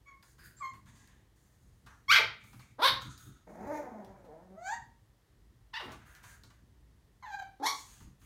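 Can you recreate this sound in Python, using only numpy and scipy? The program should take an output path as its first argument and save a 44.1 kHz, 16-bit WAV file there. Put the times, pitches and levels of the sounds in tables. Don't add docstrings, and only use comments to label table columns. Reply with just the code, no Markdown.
import sys
import numpy as np
from scipy import signal
from scipy.fft import rfft, irfft, next_fast_len
from scipy.io import wavfile
from scipy.ndimage import uniform_filter1d, map_coordinates

SR = 44100
rng = np.random.default_rng(int(sys.argv[2]) if len(sys.argv) > 2 else 0)


def wav_record(signal):
    frames = np.transpose(np.atleast_2d(signal))
    bounded = np.clip(frames, -1, 1)
    quanta = np.round(bounded * 32767).astype(np.int16)
    wavfile.write(sys.argv[1], SR, quanta)


def nominal_scale(level):
    x = np.asarray(level, float) / 20
    return 10 ** x


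N = 363825

# start_s, pitch_hz, effort_db, mouth_opening_db (loudness of the treble)
CALLS = [
    [(0.05, 1070, -85, 2), (0.064, 1134, -65, 15), (0.084, 1125, -53, 13), (0.15, 1047, -63, -16)],
    [(.6, 1189, -69, -25), (.612, 1174, -37, -32), (.63, 1076, -41, -9), (.66, 1058, -40, 4),
     (.69, 1064, -62, 26), (.73, 987, -49, -14)],
    [(2.081, 1050, -41.5, -8.5), (2.095, 1098, -26.5, -13), (2.108, 1240, -18, -12),
     (2.119, 1502, -18.5, -3), (2.145, 1647, -17.5, 3), (2.16, 1200, -22, 15), (2.185, 789.7, -23.5, 2),
     (2.2, 414, -30.5, -24), (2.23, 380, -42.5, -1.5)],
    [(2.782, 241.4, -53.5, -39.5), (2.797, 300, -37, -27.5), (2.816, 386.3, -34, -16),
     (2.824, 459.5, -24, -6.5), (2.845, 519, -21.5, 3), (2.865, 561.8, -22.5, 6.5), (2.885, 498, -29, 17),
     (2.915, 374.7, -34.5, -9.5)],
    [(3.465, 163, -64.5, -8), (3.479, 159.7, -52, 3.5), (3.557, 165, -55, 3), (3.599, 182.8, -46.5, 1.5),
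     (3.643, 241.5, -47, 4.5), (3.712, 303, -39, 1), (3.777, 303.2, -42.5, 14.5), (3.815, 284, -46.5, 3.5),
     (3.89, 227, -50, -1), (4.04, 191, -50, -3.5), (4.203, 191.6, -62, 6.5), (4.301, 148.3, -54, -8),
     (4.451, 183.1, -60, -6), (4.57, 193.3, -53.5, -10)],
    [(4.555, 609.2, -75.5, -12), (4.58, 650, -48.5, -19), (4.63, 719.5, -50.5, 9.5), (4.68, 779, -37, 11.5),
     (4.71, 873.3, -39, 3.5), (4.735, 934.7, -34, -6), (4.765, 975, -49, 5)],
    [(5.729, 1085, -49, -16.5), (5.739, 939, -43, 9), (5.755, 899, -40, 9), (5.772, 1000, -39, 12),
     (5.795, 921.6, -42, -7), (5.81, 522.4, -44.5, -2.5), (5.85, 300, -53, -22), (5.89, 221.4, -49, -15),
     (5.96, 196.2, -60.5, -5)],
    [(7.224, 1100, -51, -10.5), (7.245, 1000, -47.5, -16), (7.27, 880, -45, -7), (7.31, 801.6, -52, 8),
     (7.348, 800.7, -34, -9), (7.375, 809.4, -64, 11), (7.4, 789, -38, 0.5), (7.412, 784, -54, -14),
     (7.425, 769, -35, -11), (7.44, 762, -65, -4), (7.46, 710, -73, -8)],
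    [(7.597, 248.8, -46.5, -29), (7.62, 285.5, -46.5, -38), (7.628, 780.6, -35, -24),
     (7.648, 857.7, -30.5, -12), (7.657, 943, -21, -14), (7.665, 1093, -32, 11.5), (7.69, 1122, -33, -1.5),
     (7.707, 1151, -36, 1.5), (7.735, 1141, -63, -3)],
]
# start_s, roughness (0-1), undertones (share kept below the pitch, 0-1, at each of two passes)
FOLD_STATES = [(0, .09, .1), (2.115, .3, .5), (2.15, .55, .9), (2.77, .22, .2), (2.875, .55, .5),
               (3.4, .5, 0), (3.67, .22, 0), (3.8, .38, 0), (4.0, .27, 0), (4.12, .5, 0), (4.28, .17, 0),
               (4.57, .1, .1), (5.7, .22, 0), (5.805, .5, .2), (7.2, .22, .1), (7.285, .14, .1),
               (7.55, .25, 0), (7.625, .26, .75)]
# frequency_hz, level_db
THROATS = [
    [(500, -23), (1100, 4.5), (2200, 3.5), (3300, -26), (4400, -28), (5500, -34), (6700, -20), (8000, -47),
     (16000, -61)],
    [(500, 0), (1080, 2), (2150, -4.5), (3200, -24.5), (4300, -20), (5400, -37), (6450, -21), (8000, -42),
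     (11000, -48), (12800, -34), (16000, -54.5)],
    [(180, -57.5), (350, -16.5), (600, -16), (900, -11), (1280, -5), (1640, -8.5), (1900, -9), (2280, 0),
     (2750, -16.5), (3400, -11), (4200, -14.5), (5500, -19.5), (8280, -41.5), (12900, -33.5), (15500, -42)],
    [(120, -64), (270, -20), (500, -17), (750, -11), (1080, -2), (1450, -6.5), (1900, -13), (2500, -20),
     (3000, -16.5), (3650, -9), (4300, -13.5), (5200, -20.5), (7200, -40), (8800, -34), (12000, -31),
     (15500, -40.5)],
    [(82, -55), (180, 5), (300, -4.5), (450, 0), (620, 1), (900, -4), (1150, -15), (1580, -16.5),
     (2200, -22.5), (3000, -46), (5350, -41), (6700, -33), (7800, -47), (11500, -45), (15500, -46.5)],
    [(320, -82), (550, -10), (748, 4), (935, -5), (1990, -10.5), (2900, -36.5), (4530, -27.5),
     (5440, -37.5), (6430, -21), (7600, -27.5), (9910, -52), (15500, -46)],
    [(110, -31), (180, 4), (578, -4.5), (934, 4), (1430, 2), (1920, 0), (2270, -1), (3000, -3),
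     (3480, -4.5), (5520, -12.5), (6900, -33.5), (15000, -41)],
    [(380, -24), (650, -3.5), (836, 4.5), (1110, -11.5), (1620, -3.5), (2870, -22), (4060, -15),
     (5290, -32), (6460, -19), (7980, -36.5), (11600, -63), (13000, -27), (15500, -64)],
    [(120, -55), (280, -3.5), (600, -8.5), (850, 2), (1130, -1.5), (1500, -9), (2250, -9), (2750, -27),
     (3350, -9.5), (3800, -3.5), (4450, -4.5), (4900, -16), (5500, -5.5), (8000, -26), (11800, -19),
     (15500, -38.5)],
]
# start_s, length_s, snuffle_db, hiss_db (over the snuffle), sharp_top_db (over the hiss)
BREATHS = [
    [(.224, 0.083, -73, -0.5, 5), (.38, 0.073, -60, -28, 22), (.43, 0.028, -69.5, -9.5, 19),
     (.565, 0.023, -63.5, -9, -11)],
    [(.735, 0.012, -70.5, -5, 6.5), (.86, 0.1, -66.5, -7.5, -4.5), (.952, 0.083, -69, -4.5, -6.5),
     (1.07, 0.13, -71.5, -14.5, -1)],
    [(1.35, 1, -81, -0.5, 5.5), (1.86, 0.017, -55, -25, -0.5)],
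    [(2.4, 0.01, -53.5, -20.5, -9), (2.43, 0.16, -72.5, -5, 13.5), (2.594, 0.053, -62.5, -11, -15.5)],
    [(3.0, 0.055, -55, -14.5, 4), (3.09, 0.013, -58.5, -4, -20), (3.17, 0.086, -61, -11, 11.5),
     (3.29, 0.068, -68.5, -13.5, -19), (3.48, 0.17, -81, -2, 7)],
    [(5.785, 0.076, -70, -6, 12), (5.9, 0.032, -64, -9.5, 3), (5.99, 0.24, -60.5, -30, 2),
     (6.05, .11, -79.5, -0.5, 11.5), (6.225, 0.089, -57.5, -8.5, 4.5), (6.432, .04, -79, 4, -13.5),
     (6.5, .08, -77.5, -14, -12)],
    [(7.72, 0.095, -66, 8, -2.5), (7.85, .18, -66, -2.5, 1.5), (8.19, .06, -69, -11.5, 12.5)],
]
# frequency_hz, width_hz, level_db
NOSES = [
    [(1580, 500, 7), (4860, 700, 2), (3300, 900, -33)],
    [(1680, 480, -5.5), (3830, 860, -9), (1000, 440, -5)],
    [(1300, 1400, 3.5), (2200, 650, -7), (5700, 700, -4.5)],
    [(1287, 290, 0.5), (2300, 410, 4), (3700, 500, -2)],
    [(1351, 350, 2), (3720, 660, -2.5), (6580, 210, -1)],
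    [(1570, 350, 12), (3760, 280, -3), (1100, 1900, 11)],
    [(1200, 1800, -1), (3520, 920, -0.5), (6420, 420, -0.5)],
]
# frequency_hz, level_db (per Hz)
AIR_TONE = [(2500, -28.5), (4300, -7.5), (5400, -11), (6600, 1), (7600, -5.5), (9500, -3), (11000, -8.5),
            (12500, -6.5), (15600, -8)]
# time_s, pitch_hz, level_db
WHISTLE = [(0.565, 7200, -61), (0.593, 7570, -60), (0.691, 7500, -81), (0.699, 7000, -58),
           (0.711, 6908, -91), (0.72, 6959, -80)]
# start_s, level_db, contact_ms
PAWS = [(0.439, -52, 1.4), (0.736, -37.5, 1.2), (0.868, -39, 3.1), (0.93, -43.5, 1.6), (1.01, -42, 1.5),
        (1.131, -57, 1.6), (1.458, -55, 1.6), (1.849, -44, 1.8), (2.102, -33.5, 1.3), (2.221, -37.5, 1.26),
        (2.438, -50, 1.3), (2.537, -32, 1.3), (2.691, -48, 1.8), (2.904, -29, 1.3), (3.05, -26, 1.7),
        (3.261, -28.5, 0.56), (3.632, -37, 1.8), (4.087, -42.5, 1.8), (4.778, -37.5, 1),
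        (4.888, -50.5, 1.6), (5.854, -32.5, 1.7), (5.969, -38.5, 2), (6.242, -42, 2.6), (6.432, -38, 2),
        (6.619, -48, 1.78), (7.459, -59, 1.7), (8.01, -27, 2.5), (8.225, -37, 2)]
# frequency_hz, width_hz, level_db
BOARDS = [(60, 40, -7), (103.76, 39, 1), (132, 20, 3), (191, 40, -5), (300, 94, -4)]
# start_s, level_db, dull_knock_db (added to the level)
CLAWS = [(0.2266, -41, -10.5), (0.382, -53.5, -1), (0.7352, -45.5, -8), (0.8593, -50.5, -6),
         (0.9577, -50.5, -13), (1.074, -44, -25), (1.8619, -51.5, 6.5), (2.4391, -44.5, -9.5),
         (2.5295, -47.5, -0.5), (2.5946, -43, -4.5), (3.0194, -34, -8.5), (3.1779, -38, -26),
         (4.0465, -43.5, -15), (4.2464, -59, 2), (5.9195, -38, -5), (6.1501, -39, -35),
         (6.2325, -59.5, 14.5), (6.4354, -37.5, -15.5), (6.5, -62, 10), (8.0024, -49, -1.5),
         (8.2157, -53, -3.5)]
# frequency_hz, level_db
TICK_TONE = [(1500, -22), (4000, 1), (7000, -7.0), (9000, -11.5), (15000, -12.5)]
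# frequency_hz, width_hz, level_db
KNOCK_TONE = [(1200, 650, 0.0033)]
# frequency_hz, time_s
ECHO = [(150, 0.46), (500, 0.36), (1500, 0.35), (4000, 0.36), (12000, 0.22)]
# frequency_hz, level_db (per Hz)
RUMBLE_TONE = [(15, -50.5), (25, -25), (50, 7.5), (86, -4), (107, 0), (179, -11.5), (458, -22.5),
               (500, -24.5), (650, -52), (1100, -120)]
# frequency_hz, level_db (per Hz)
HISS_TONE = [(180, -36.5), (300, -4.5), (453, -10.5), (720, -13.5), (1090, -14), (1490, -18.5), (1850, -14),
             (2400, -22.5), (3130, -20.5), (15600, -29.5)]

RUMBLE_DB, HISS_DB = -66, -74.5
SWITCH_S = .02
BREATH_RISE_S, BREATH_SAG_DB_PER_S, BREATH_FADE_DB_PER_S = .015, 15.5, 180
TREAD_DB, TREAD_FOLLOWS, TREAD_REST_DB = -59.5, 0.36, -73.5
TREAD_RISE_S, TREAD_FADE_DB_PER_S = .04, 90
SPREAD_RAD = .35
FRAY = 1.3
TOP_HZ = 15800


def call(rows, throat):
    start, gate, t, (pitch_hz, effort_db, mouth_db) = played(rows)
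    n = len(t)
    switch_s, *states = np.transpose(FOLD_STATES)
    now = np.searchsorted(switch_s, t) - 1
    rough, undertones = [uniform_filter1d(c[now], size=int(SWITCH_S * SR)) for c in states]
    jitter = 1 + .12 * rough * wobble(n, pitch_hz.mean() / 2) + .04 * rough * wobble(n, 60)
    turns = np.cumsum(pitch_hz * jitter) / SR

    pulses = np.zeros(n)
    for k in range(1, int(TOP_HZ / pitch_hz.min())):
        swell = nominal_scale(2.8 * random_line(n, 1200))
        slip = FRAY * rough * k * pitch_hz / 1000 * random_line(n, 200)
        overtone = np.cos(2 * np.pi * k * turns + SPREAD_RAD * k * k + slip)
        pulses += swell * overtone * (k * pitch_hz < TOP_HZ)
    shimmer = nominal_scale(6 * rough * wobble(n, pitch_hz.mean() * .6))
    puffs = (1 + np.cos(2 * np.pi * turns)) * rng.standard_normal(n)
    folds = (1 - rough) * unit(pulses * np.sqrt(pitch_hz) * shimmer) + rough * unit(puffs)
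    for _ in range(2):
        folds = above_pitch(folds, pitch_hz, undertones)
    voice = coloured(folds, throat)

    low, lowest = below(voice, 1750), below(voice, 750)
    voice = lowest + nominal_scale(mouth_db / 2) * (low - lowest) + nominal_scale(mouth_db) * (voice - low)
    loudness = np.sqrt(np.abs(uniform_filter1d(voice ** 2, size=1500)) + 1e-12)
    steady = voice / loudness
    return start, gate * nominal_scale(effort_db - 0.5) * steady


def breathing():
    out = np.zeros(N)
    for rows, nostrils in zip(BREATHS, NOSES):
        s, length, nose_db, air_db, sharp_db = np.transpose(rows)[..., None]
        start = round(s.min() * SR)
        u = np.arange(SR)[None] / SR + s.min() - s
        sag_db = BREATH_SAG_DB_PER_S * np.clip(u, 0, length)
        fade_db = BREATH_FADE_DB_PER_S * np.maximum(u - length, 0)
        shape = np.clip(u / BREATH_RISE_S, 0, 1) * nominal_scale(nose_db - sag_db - fade_db)
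        nose, air = rng.standard_normal((2, SR))
        flutter = wobble(SR, 45)

        snuffle = unit(resonant(resonant(nose, nostrils), nostrils))
        add(out, start, shape.sum(axis=0) * nominal_scale(-5 + 2.5 * flutter) * snuffle)

        air = coloured(air, AIR_TONE)
        soft = below(air, 8530)
        hiss = (nominal_scale(air_db) * shape).sum(axis=0) * unit(soft)
        hiss += (nominal_scale(air_db + sharp_db - 6.0) * shape).sum(axis=0) * unit(air - soft)
        add(out, start, nominal_scale(1.5 * flutter) * hiss)

    start, gate, t, (hz, db) = played(WHISTLE)
    turns = np.cumsum(hz + 90 * wobble(len(t), 300)) / SR
    add(out, start, gate * nominal_scale(db) * np.sin(2 * np.pi * turns))
    return out


def paws():
    pushes = np.zeros(N)
    t_ms = np.arange(SR // 10) / SR * 1000
    for s, db, contact_ms in PAWS:
        u = t_ms / max(contact_ms, .5)
        uneven = 1 + 0.56 * wobble(len(u), 580)
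        add(pushes, round(s * SR), nominal_scale(db + 7.5) * u * np.exp(-u) * uneven)
    return resonant(pushes, BOARDS)


def claws():
    ticks, knocks = np.zeros(N), np.zeros(N)
    t = np.arange(SR // 20) / SR
    for s, db, knock_db in CLAWS:
        tick, knock = rng.standard_normal((2, len(t)))
        add(ticks, round(s * SR), nominal_scale(db - 6 - 60 * t / .02) * tick)
        rise = 1 - np.exp(-t / 0.0053)
        add(knocks, round(s * SR), nominal_scale(db + knock_db + 11.5 - 60 * t / 0.071) * rise * knock)
    return coloured(ticks, TICK_TONE) + resonant(knocks, KNOCK_TONE)


def tread():
    s, db, _ = np.transpose(PAWS)[..., None]
    t = np.arange(0, N / SR, .005)
    u = t - s + TREAD_RISE_S
    peak_db = TREAD_DB + TREAD_FOLLOWS * (db + 36.5)
    fade_db = TREAD_FADE_DB_PER_S * np.maximum(u - TREAD_RISE_S, 0)
    swell = np.clip(u / TREAD_RISE_S, 0, 1) * nominal_scale(peak_db - fade_db)
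    total = np.sqrt(nominal_scale(TREAD_REST_DB) ** 2 + (swell ** 2).sum(axis=0))
    level = np.interp(np.arange(N) / SR, t, total)
    return level * nominal_scale(2.5 * wobble(N, 6.9)) * unit(resonant(wobble(N, 500), BOARDS))


def room(x):
    out, hop = np.zeros(N), SR // 2
    for start in range(0, N, hop):
        hz, t, z = signal.stft(rng.standard_normal(SR * 3 // 4), SR, nperseg=256)
        decay = nominal_scale(-60 * t / along(ECHO, hz)[:, None])
        tail = signal.istft(z * decay, SR, nperseg=256)[1]
        tail = np.pad(tail / np.linalg.norm(tail), (150, 0))
        add(out, start, signal.fftconvolve(x[start:start + hop], tail))
    return out


def background():
    rumble = unit(coloured(rng.standard_normal(N), RUMBLE_TONE))
    hiss = unit(coloured(rng.standard_normal(N), HISS_TONE))
    return nominal_scale(RUMBLE_DB + 2.9 * wobble(N, 11)) * rumble + nominal_scale(HISS_DB) * hiss


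def above_pitch(x, pitch_hz, undertones):
    i, total, half = np.arange(len(x)), np.cumsum(x), SR / pitch_hz / 2
    mean = (np.interp(i + half, i, total) - np.interp(i - half, i, total)) / (2 * half)
    return x - (1 - undertones) * mean


def below(x, edge_hz):
    return filtered(x, lambda hz: 1 / (1 + (hz / edge_hz) ** 6))


def coloured(x, spectrum):
    def response(hz):
        cepstrum = irfft(np.log(nominal_scale(along(spectrum, hz)) + 1e-6))
        half = len(cepstrum) // 2
        cepstrum[1:half] *= 2
        cepstrum[half + 1:] = 0
        return np.exp(rfft(cepstrum))[:len(hz)]
    return filtered(x, response)


def resonant(x, modes):
    def response(f):
        total = 0
        for k, (centre, width, db) in enumerate(modes):
            damping = 1j * f * width
            total = total + (-1) ** k * nominal_scale(db) * damping / (centre * centre - f * f + damping)
        return total
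    return filtered(x, response)


def filtered(x, response):
    m = 2 * next_fast_len(len(x) // 2 + 4096)
    return irfft(rfft(x, m) * response(np.fft.rfftfreq(m, 1 / SR)), m)[:len(x)]


def along(points, hz):
    f, v = np.transpose(points)
    return np.interp(np.log(hz + 1), np.log(f + 1), v)


def played(rows):
    s, *cols = np.transpose(rows)
    t = np.arange(max(s[0], 0), min(s[-1], N / SR), 1 / SR)
    gate = np.clip(np.minimum((t - t[0]) / .004, (t[-1] - t) / .015), 0, 1)
    return round(t[0] * SR), gate, t, [np.interp(t, s, c) for c in cols]


def wobble(n, rate):
    return map_coordinates(rng.standard_normal(int(n * rate / SR) + 4), [np.arange(n) * rate / SR])


def random_line(n, gap):
    knots = rng.standard_normal(n // gap + 2)
    return np.interp(np.arange(n) / gap, np.arange(len(knots)), knots)


def unit(x):
    return x / np.sqrt(np.mean(x ** 2) + 1e-20)


def add(track, start, x):
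    track[start:start + len(x)] += x[:len(track) - start]


def scene():
    voice = np.zeros(N)
    for rows, throat in zip(CALLS, THROATS):
        add(voice, *call(rows, throat))
    small = breathing() + claws()
    thumps = nominal_scale(-5) * paws()
    direct = voice + small + nominal_scale(-6.5) * thumps
    echo = room(nominal_scale(-2.5) * voice + nominal_scale(-2.5) * small + nominal_scale(3.0) * thumps)
    return (direct + echo + tread() + background())[None]


def band_limit(x):
    return signal.sosfilt(signal.butter(12, 15700, fs=SR, output="sos"), x)


def record(dry):
    return band_limit(dry)


dry = scene()
out = record(dry)
wav_record(out)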